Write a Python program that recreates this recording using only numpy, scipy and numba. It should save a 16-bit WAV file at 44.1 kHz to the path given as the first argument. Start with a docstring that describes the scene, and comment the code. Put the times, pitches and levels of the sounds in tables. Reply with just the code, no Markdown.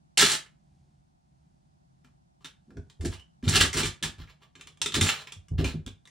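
"""A sharp snap and ripping bursts: packing tape is pulled off a tape gun in short tugs onto a cardboard box.
The glue lets go in dense random ticks, filtered to ring like taut film; lone snaps are single ticks
with a crackle that also ping the gun's steel parts, and its roller squeaks as narrow bands of noise.
Pushes and knocks boom in the resonances of the box and the table under the microphone.
A faint hum of filtered noise fills the pauses, and a cluttered garage echoes the handling."""
import sys
import numpy as np
from scipy import signal
from scipy.fft import rfft, irfft, next_fast_len
from scipy.io import wavfile
from scipy.ndimage import uniform_filter1d
from numba import njit

SR = 44100
rng = np.random.default_rng(int(sys.argv[2]) if len(sys.argv) > 2 else 0)


def bounce(signal):
    """Save signal as a 16-bit WAV file at the path given by the first command-line argument."""
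    frames = np.transpose(np.atleast_2d(signal))
    limited = np.clip(frames, -1, 1)
    pcm = np.round(limited * 32767).astype(np.int16)
    wavfile.write(sys.argv[1], SR, pcm)


N = 269010  # length of the scene [samples]

# tone of the taut film: frequency_hz [Hz], level_db [dB per Hz]
FILM_TONE = [(600, -21), (1100, -12.5), (1350, -6.5), (1700, -4.5), (2100, -5.5), (2900, -5), (3800, -8.5),
             (4600, -13), (5600, -16), (7500, -30)]
# tone of the film's top octave: frequency_hz [Hz], level_db [dB per Hz]
FILM_TOP_TONE = [(2650, -10), (4500, -1), (5990, -1.5), (8320, -2.5), (9120, -4.5), (9940, -6.5),
                 (10800, -15), (13600, -22.5), (15400, -44), (16300, -79.5)]
# tone of the roll's cardboard core: frequency_hz [Hz], level_db [dB per Hz]
ROLL_TONE = [(260, -28), (450, -2.5), (487, -7.5), (756, -10), (1150, -2.5), (1300, -10), (1690, -36),
             (2860, -120)]
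# resonances of the gun's steel parts: pitch_hz [Hz], width_hz [Hz], level_db [dB]
STEEL_MODES = [(1673, 45, 0), (2420, 23, -5.5), (3030, 40, -7), (3610, 43, -0.5), (4090, 100, 3.5),
               (6220, 63, -2.5), (7237, 120, -1)]
# resonances of the table: pitch_hz [Hz], width_hz [Hz], level_db [dB]
TABLE_MODES = [(49, 9.4, -6), (73.6, 16, -6), (95.4, 8.8, -3)]
# resonances of the cardboard box: pitch_hz [Hz], width_hz [Hz], level_db [dB]
BOX_MODES = [(155.5, 17, 0.5), (205.5, 13, 2), (254.4, 36, -0.5), (341.9, 32, -1.5), (404.2, 39, -4.5),
             (538.3, 110, -14.5), (677, 65, -15)]


def undb(db):
    """Turn a level in dB into a plain gain."""
    return 10 ** (np.asarray(db) / 20)


def level(x, db):
    """Scale a sound to an rms (average) level in dB."""
    return x * undb(db) / np.sqrt(np.mean(x ** 2))


def read(table, hz):
    """Look up a (Hz, value) table along a log-frequency axis."""
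    table_hz, values = np.transpose(table)
    return np.interp(np.log(np.maximum(hz, 1)), np.log(table_hz), values)


def response(table, size):
    """Causal impulse response with the gain of a (Hz, dB) table, made from the folded cepstrum."""
    hz = np.arange(size // 2 + 1) * SR / size
    cepstrum = irfft(read(table, hz) * np.log(10) / 20)
    # folding the second half onto the first puts the energy as early as possible
    cepstrum[1:size // 2] *= 2
    cepstrum[size // 2 + 1:] = 0
    return irfft(np.exp(rfft(cepstrum)))[:size // 2]


def colour(x, table, size=8192):
    """Filter a sound by a (Hz, dB) table."""
    return signal.oaconvolve(x, response(table, size))[:len(x)]


def band(x, hz, width_hz):
    """One resonance, with gain 1 at its centre."""
    b, a = signal.iirpeak(min(hz, .45 * SR), hz / width_hz, fs=SR)
    return signal.lfilter(b, a, x)


def body(x, modes):
    """Sum of (Hz, width in Hz, dB) resonances, neighbours in opposite phase."""
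    total = 0
    for k, (hz, width_hz, db) in enumerate(modes):
        total = total + (-1) ** k * undb(db) * band(x, hz, width_hz)
    return total


@njit
def glide(x, hz, q):
    """State-variable band-pass with a moving centre, where its gain is 1."""
    y, band_state, low_state = np.empty(len(x)), 0., 0.
    for i in range(len(x)):
        g = np.tan(np.pi * hz[i] / SR)
        v = (band_state + g * (x[i] - low_state)) / (1 + g * (g + 1 / q))
        band_state = 2 * v - band_state
        low_state = low_state + 2 * g * v
        y[i] = v / q
    return y


def add(track, s, x):
    """Mix a sound into a track, starting at s seconds."""
    i = int(s * SR)
    track[i:i + len(x)] += x[:len(track) - i]


def walk(rate):
    """A random line around zero, drawn anew rate times a second and sliding between the draws."""
    k = int(SR / rate)
    steps = np.repeat(rng.standard_normal(N // k + 1), k)
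    return uniform_filter1d(steps, k)[:N]


def swell(s, rise_s, hold_s, fall_db_per_s):
    """Gain that rises, holds and falls away, and the samples that it covers."""
    rise_s, hold_s = max(rise_s, .001), max(hold_s, 0)
    start = int(s * SR)
    length = int((rise_s + hold_s + 60 / fall_db_per_s) * SR)
    t = np.arange(min(length, N - start)) / SR
    fall = undb(-fall_db_per_s * np.maximum(t - rise_s - hold_s, 0))
    return np.minimum(t / rise_s, 1) * fall, slice(start, start + len(t))


def hum():
    """Distant machines and air: a low wavering rumble and thin hiss, wider in the middle tones."""
    # tone of the hum: frequency_hz [Hz], level_db [dB per Hz]
    hum_tone = [(15, -44), (25, -10.5), (87, -10), (112, -24), (128, -7), (149, -4.5), (260, -24.5),
                (381, -30.5), (422, -45), (740, -30), (1140, -44.5), (2500, -46.5), (5000, -45.5),
                (9000, -50), (11000, -57), (14300, -83), (22000, -120)]
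    # width of the hum, side minus mid: frequency_hz [Hz], difference_db [dB]
    hum_width = [(60, -14.5), (110, -15.5), (200, -2), (380, 4.5), (700, 8.5), (1290, 10.5), (2380, -0.5),
                 (4400, -1.5), (8120, 0.5), (15000, -2)]
    mid, side = (colour(rng.standard_normal(N), hum_tone) * undb(1.5 * walk(4.6)) for _ in range(2))
    return level(np.array([mid, colour(side, hum_width)]), -65.5)


def garage(x):
    """Dense echoes off shelves and clutter, each octave dying at its own rate; unit energy."""
    # time the echoes take to fall by 60 dB: frequency_hz [Hz], t60_s [s]
    echo_t60 = [(150, .26), (1200, .27), (3500, .215), (9000, .17)]
    t, tail = np.arange(SR // 3) / SR, 0
    for hz in 88 * 2. ** np.arange(8):
        noise = band(rng.standard_normal(len(t)), hz, 0.76 * hz)
        t60_s = read(echo_t60, hz)
        tail = tail + noise * undb(-60 * t / t60_s) / np.sqrt(t60_s)
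    tail = tail * np.minimum(t / 0.002, 1)  # the echoes build up over 2 ms
    return signal.oaconvolve(x, tail / np.sqrt(np.sum(tail ** 2)))[:N]


def shake(jolts_per_s=600, soft_hz=800):
    """Uneven soft jolts from the hands keep the table and box resonances going."""
    # hands pushing on table and box: start_s [s], hold_s [s], table_db [dB], box_db [dB]
    pushes = [(0.208, 0.016, -56.5, -33), (0.307, 0.008, -66, -48.5), (2.687, 0.019, -66, -55),
              (2.754, 0.013, -42.5, -44), (2.993, 0.0097, -31.5, -44), (3.037, 0.0067, -28, -33),
              (3.421, .02, -37, -52), (3.452, 0.11, -31, -36), (3.573, 0.063, -34.5, -36),
              (3.739, 0.045, -36, -35), (3.824, 0.022, -36, -41), (4.017, 0.033, -39, -42.5),
              (4.176, .01, -38.5, -55.5), (4.547, 0.15, -64.5, -67), (4.802, 0.13, -52.5, -52),
              (4.937, 0.09, -38.5, -32.5), (5.365, 0.016, -55, -83), (5.504, 0.03, -33, -51.5),
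              (5.58, 0.055, -32, -32.5), (5.732, 0.014, -35.5, -43), (5.855, 0.0042, -37.5, -49)]
    rise_s, table_fall_db_per_s, box_fall_db_per_s = .018, 258, 349
    jolts = (rng.random((2, N)) < jolts_per_s / SR) * rng.standard_normal((2, N))
    jolts = signal.sosfilt(signal.butter(4, soft_hz, fs=SR, output="sos"), jolts)
    table_gain, box_gain = np.zeros((2, N))
    for s, hold_s, table_db, box_db in pushes:
        add(table_gain, s, undb(table_db) * swell(s, rise_s, hold_s, table_fall_db_per_s)[0])
        add(box_gain, s, undb(box_db) * swell(s, rise_s, hold_s, box_fall_db_per_s)[0])
    table_sound = level(body(jolts[0], TABLE_MODES), 0)
    box_sound = level(body(jolts[1], BOX_MODES), 0)
    return table_gain * table_sound + box_gain * box_sound


def knocks():
    """A soft push half a cycle long rings the struck panel and, weaker, the whole box and table."""
    # knocks on box and table: start_s [s], level_db [dB], pitch_hz [Hz], t60_ms [ms to fall by 60 dB]
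    knock_list = [(0.227, -17, 410, 66), (2.043, -54.5, 247.6, 150), (2.444, -42.5, 274, 54),
                  (2.676, -44.5, 179.4, 100), (2.709, -45, 256, 100), (2.771, -37, 80.7, 180),
                  (3.012, -36, 77.4, 220), (3.05, -45, 81, 120), (3.136, -44.5, 67.3, 330),
                  (3.43, -26, 246, 130), (3.467, -11.5, 89.6, 130), (3.527, -23.5, 101.5, 200),
                  (3.6, -22.5, 80.4, 220), (3.846, -20, 70.4, 116), (4.031, -26, 155, 130),
                  (4.194, -28, 70.5, 150), (4.224, -40, 64, 86), (4.858, -31, 412, 56),
                  (4.968, -19.5, 154, 170), (5.012, -15.5, 92, 150), (5.358, -42.5, 92, 260),
                  (5.511, -17.5, 79, 150), (5.582, -9.5, 69.6, 140), (5.622, -19, 67.6, 310),
                  (5.741, -22.5, 155.7, 170), (5.863, -34, 179, 78)]
    out, t = np.zeros(N), np.arange(SR // 4) / SR
    for s, db, hz, t60_ms in knock_list:
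        wave = np.sin(2 * np.pi * hz * t)
        fade = undb(-60 * 1000 * t / max(t60_ms, 20))
        panel = wave * fade * np.minimum(t * hz, 1)  # fades in over one cycle
        push = wave * (t < .5 / hz)
        rest = body(push, TABLE_MODES + BOX_MODES)
        add(out, s, undb(db) * (panel + undb(-8.5) * rest / np.abs(rest).max()))
    return out


def squeaks():
    """The roller rubs on its axle: noise in one narrow resonance makes a short rough whistle."""
    # squeaks of the roller: start_s [s], swell_s [s], hold_s [s], level_db [dB], pitch_hz [Hz]
    squeak_list = [(3.132, .008, .02, -57, 2880), (3.18, .015, .02, -59, 2980),
                   (5.028, .006, .01, -39, 3850), (5.06, .01, .014, -36, 7330),
                   (5.104, .006, .016, -45, 4050), (5.17, .006, .03, -53, 4050)]
    fade_db_per_s, width_share = 1500, .05  # width as a share of the pitch
    out, rub = np.zeros(N), rng.standard_normal(N)
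    for s, rise_s, hold_s, db, hz in squeak_list:
        gain, span = swell(s, rise_s, hold_s, fade_db_per_s)
        whistle = band(rub[span], hz, width_share * hz)
        whistle = band(whistle, hz, width_share * hz)  # a second pass makes it purer
        out[span] += gain * level(whistle, db)
    return out


def snaps():
    """A sharp tick with a short crackle after it; it shakes film and roll and pings the steel."""
    # lone snaps of film and latch: start_s [s], peak_db [dB, of the film part], pitch_hz [Hz],
    # top_db [dB, top octave against film], ring_db [dB, steel ring against film]
    snap_list = [(0.174, -13, 3100, -3.5, -35), (0.462, -50, 1900, -12, -30),
                 (2.0462, -54, 1420, -8, -19.5), (2.4461, -36, 3730, -10, -22),
                 (2.4568, -39.5, 3400, -6, -38), (2.7059, -53, 1400, -10, -25),
                 (2.7702, -45, 1500, -9, -25), (2.899, -47, 3800, -3, -25), (3.0096, -45.5, 1670, -3, -11),
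                 (3.05, -33, 1630, -14, -25), (3.1413, -46, 3000, -5, -25), (3.1966, -47, 3000, -3, -25),
                 (3.4272, -47, 1570, -5, -16), (3.479, -21.5, 3860, -12.5, -24),
                 (3.5644, -17, 2700, -3, -19), (3.7298, -27.5, 1990, 1, -19), (3.744, -27, 1700, -3, -24),
                 (3.8328, -20, 3100, -9.5, -11), (4.0266, -21.5, 3930, -4.5, -16),
                 (4.236, -48, 1330, -17, -23), (4.2737, -49.5, 2210, -20, -20),
                 (4.5537, -42, 2570, -10, -5), (4.5967, -51, 1510, -10, -19), (4.6106, -37, 3490, -5, -25),
                 (4.6723, -39, 3540, -2.5, -27), (4.773, -52.5, 3640, -5, -20),
                 (4.8164, -16, 3950, -1, -19), (4.86, -20, 3660, -2.5, -16), (4.9214, -27, 3700, -7, -19),
                 (4.9419, -18, 3730, -3, -23), (4.9526, -19, 3740, -14, -22),
                 (5.011, -14.5, 3600, -2.5, -15.5), (5.061, -27, 3000, 0, -29),
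                 (5.2721, -36, 2300, -10, -26), (5.3219, -35, 3360, -3.5, -15.5),
                 (5.4842, -51, 2910, 2, -20), (5.5827, -38, 2880, -19, -21), (5.6448, -27, 2600, -6, -6),
                 (5.8636, -35, 3300, -4, -30), (5.8763, -36, 3475, -12, -30), (6.0544, -43, 3600, -8, -31),
                 (6.0744, -47, 1980, -2, -22)]
    crackle_s = 0.004
    broad_db, width_share = -11.5, 0.15  # whole film against the snap's pitch; width of that pitch
    out, t = np.zeros(N), np.arange(SR // 10) / SR
    film, top, core = (response(tone, size=1024) for tone in (FILM_TONE, FILM_TOP_TONE, ROLL_TONE))
    top = band(top, 6500, 9000)
    steel_hz, width_hz, steel_db = np.transpose(STEEL_MODES)[:, :, None]
    rings = np.sin(2 * np.pi * steel_hz * t) * np.exp(-np.pi * width_hz * t)
    for s, db, hz, top_db, ring_db in snap_list:
        core_db = -38.5 - 0.52 * db  # roll body against the film: weak snaps sound woodier
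        crackle = rng.standard_normal(size=2048) * np.exp(-t[:2048] / crackle_s)
        crackle[:2] += 1.6  # the sharp tick in front
        pitched_film = undb(broad_db) * film + band(film, hz, width_share * hz)
        # parts nearest the pitch of the snap ring most
        octaves_away = np.abs(np.log2(steel_hz / hz))
        steel = np.sum(undb(steel_db - 2.6 * octaves_away) * rings, axis=0)
        for shape, part_db in (pitched_film, 0), (top, top_db), (core, core_db), (steel, ring_db):
            x = signal.fftconvolve(crackle, shape)
            add(out, s, undb(db + part_db) * x / np.abs(x).max())
    return out


def peel(ticks_per_s=6000, spread_db=4.5, judder_db=3.0):
    """Stick-slip of the glue: dense ticks of uneven size, in bunches as the roll judders."""
    # tugs on the tape: start_s [s], swell_s [s], hold_s [s], level_db [dB],
    # top_db [dB, top octave against the tug], film_pitch_hz [Hz]
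    tug_list = [(0.172, .004, 0.056, -28.5, -2.5, 2836), (0.235, .025, 0.045, -28, -3, 2800),
                (0.312, .006, .035, -36, 1.5, 2800), (2.04, .006, 0.018, -71.5, -12.5, 1780),
                (2.405, .005, 0.022, -74, -10.5, 3080), (2.444, .003, 0.0033, -48.5, -3.5, 3140),
                (3.008, 0.0034, 0.014, -52.5, 2, 2000), (3.047, 0.0035, 0.0094, -42, 2, 2110),
                (3.1, .02, .02, -53, -6, 3190), (3.43, .02, 0.024, -49.5, -10, 3100),
                (3.478, 0.0065, .03, -37, 2, 3000), (3.515, .035, .02, -25, -5.5, 3100),
                (3.59, .025, 0.036, -28.5, -3.5, 2950), (3.728, .003, 0.018, -41, 0, 2690),
                (3.75, 0.032, .02, -29.5, -3.5, 2518), (3.831, .015, .016, -35, -5, 3000),
                (4.026, .004, 0.023, -33, -3, 3418), (4.18, .005, 0.036, -59, -14, 2750),
                (4.27, .024, .02, -61.5, -24.5, 1950), (4.4, .025, 0.024, -69, -13.5, 2150),
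                (4.552, 0.0033, 0.063, -64.5, -12, 3187), (4.668, .004, 0.0087, -61, -3, 3300),
                (4.94, .012, .012, -31.5, -3.5, 3655), (4.99, .04, .02, -36, 1, 3350),
                (5.055, .015, .025, -30, -9, 2843), (5.11, .01, .05, -42.5, -11.5, 2500),
                (5.18, 0.007, 0.041, -55, -11.5, 2800), (5.27, 0.0023, .008, -51, -13.5, 2460),
                (5.318, 0.0045, .008, -61, -3.5, 3100), (5.578, 0.0062, 0.027, -43, -17, 2659),
                (5.64, .004, .016, -36.5, -14, 2500), (5.67, .005, 0.036, -46.5, -7.5, 2913)]
    fall_db_per_s = 899.5
    in_air_until_s, in_air_core_db = 1, -11  # first strip is drawn away from the box, with less body
    tug, bright, core, pitch = np.full((4, N), 1e-9)
    for s, rise_s, hold_s, db, top_db, hz in tug_list:
        gain, span = swell(s, rise_s, hold_s, fall_db_per_s)
        gain = gain * undb(db)
        core_db = -25 - 0.32 * db + in_air_core_db * (s < in_air_until_s)  # weak tugs sound woodier
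        tug[span] += gain
        bright[span] += gain * undb(top_db)
        core[span] += gain * undb(core_db)
        pitch[span] += gain * hz
    layers = []
    for tone in FILM_TONE, FILM_TOP_TONE, ROLL_TONE:
        hit = rng.random(N) < ticks_per_s / SR
        size_db = spread_db * np.minimum(rng.exponential(size=N), 3)
        ticks = hit * rng.standard_normal(N) * undb(size_db)
        bunched = ticks * undb(3.2 * walk(220))
        layers.append(level(colour(bunched, tone, size=1024), 0))
    film_ticks, top_ticks, core_ticks = layers
    # the free film sings where the tugs pull it, louder tugs counting more; its tension trembles
    hz = np.maximum(pitch / tug, 1000) * (1 + 0.18 * walk(70))
    singing = level(glide(np.gradient(film_ticks), hz, 3.9), -13.5)
    steel = level(body(film_ticks + top_ticks, STEEL_MODES), -12.5)
    film = undb(-1) * film_ticks + singing + steel
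    return undb(judder_db * walk(45)) * (tug * film + bright * top_ticks + core * core_ticks)


def scene():
    """Tape sounds come through the air, booms through the table; both echo in the garage."""
    # width of the handling, side minus mid: frequency_hz [Hz], difference_db [dB]
    handling_width = [(60, -10.5), (110, -13.5), (200, -9.5), (380, -14), (700, -1.5), (1290, -3.5),
                      (2380, -5), (4400, -9.5), (8120, 5), (15000, 0.5)]
    lag_top_hz = 3500  # the lag between the microphone's two capsules holds below this
    air = peel() + snaps() + squeaks()
    solid = knocks() + shake()
    mid = air + solid + garage(undb(-2.5) * air + undb(-11) * solid)
    # the two capsules differ by other echoes and by a phase lag of the direct sound
    lagged = signal.hilbert(air + solid, next_fast_len(N))[:N].imag
    lagged = signal.sosfiltfilt(signal.butter(2, lag_top_hz, fs=SR, output="sos"), lagged)
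    # treble ticks come from changing places across the tape
    treble = signal.butter(2, lag_top_hz, "high", fs=SR, output="sos")
    scattered = signal.sosfilt(treble, air * walk(680))
    side_echoes = garage(undb(-2.5) * air + undb(-6.5) * solid)
    side = undb(-6.0) * lagged + undb(-2.5) * scattered + side_echoes
    side = colour(side, handling_width, size=1024)
    mid, side = np.array([mid, side]) + hum()
    return np.array([mid + side, mid - side])


def record(dry):
    """The two capsules lean differently with pitch; the deep bass rolls off and the top is cut steeply."""
    # lean of the capsules, left minus right: frequency_hz [Hz], difference_db [dB]
    capsule_lean = [(300, -1.15), (900, .5), (2400, -1), (4400, -1.5), (8000, -2), (13000, 3)]
    low_cut_hz, top_hz = 46, 15900
    pair = []
    for x, sign in zip(dry, (1, -1)):
        half_lean = [(hz, sign * db / 2) for hz, db in capsule_lean]
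        pair.append(colour(x, half_lean, size=1024))
    pair = signal.sosfilt(signal.butter(3, low_cut_hz, "high", fs=SR, output="sos"), np.array(pair))
    return signal.sosfilt(signal.ellip(10, .2, 80, top_hz, fs=SR, output="sos"), pair)


dry = scene()
out = record(dry)
bounce(out)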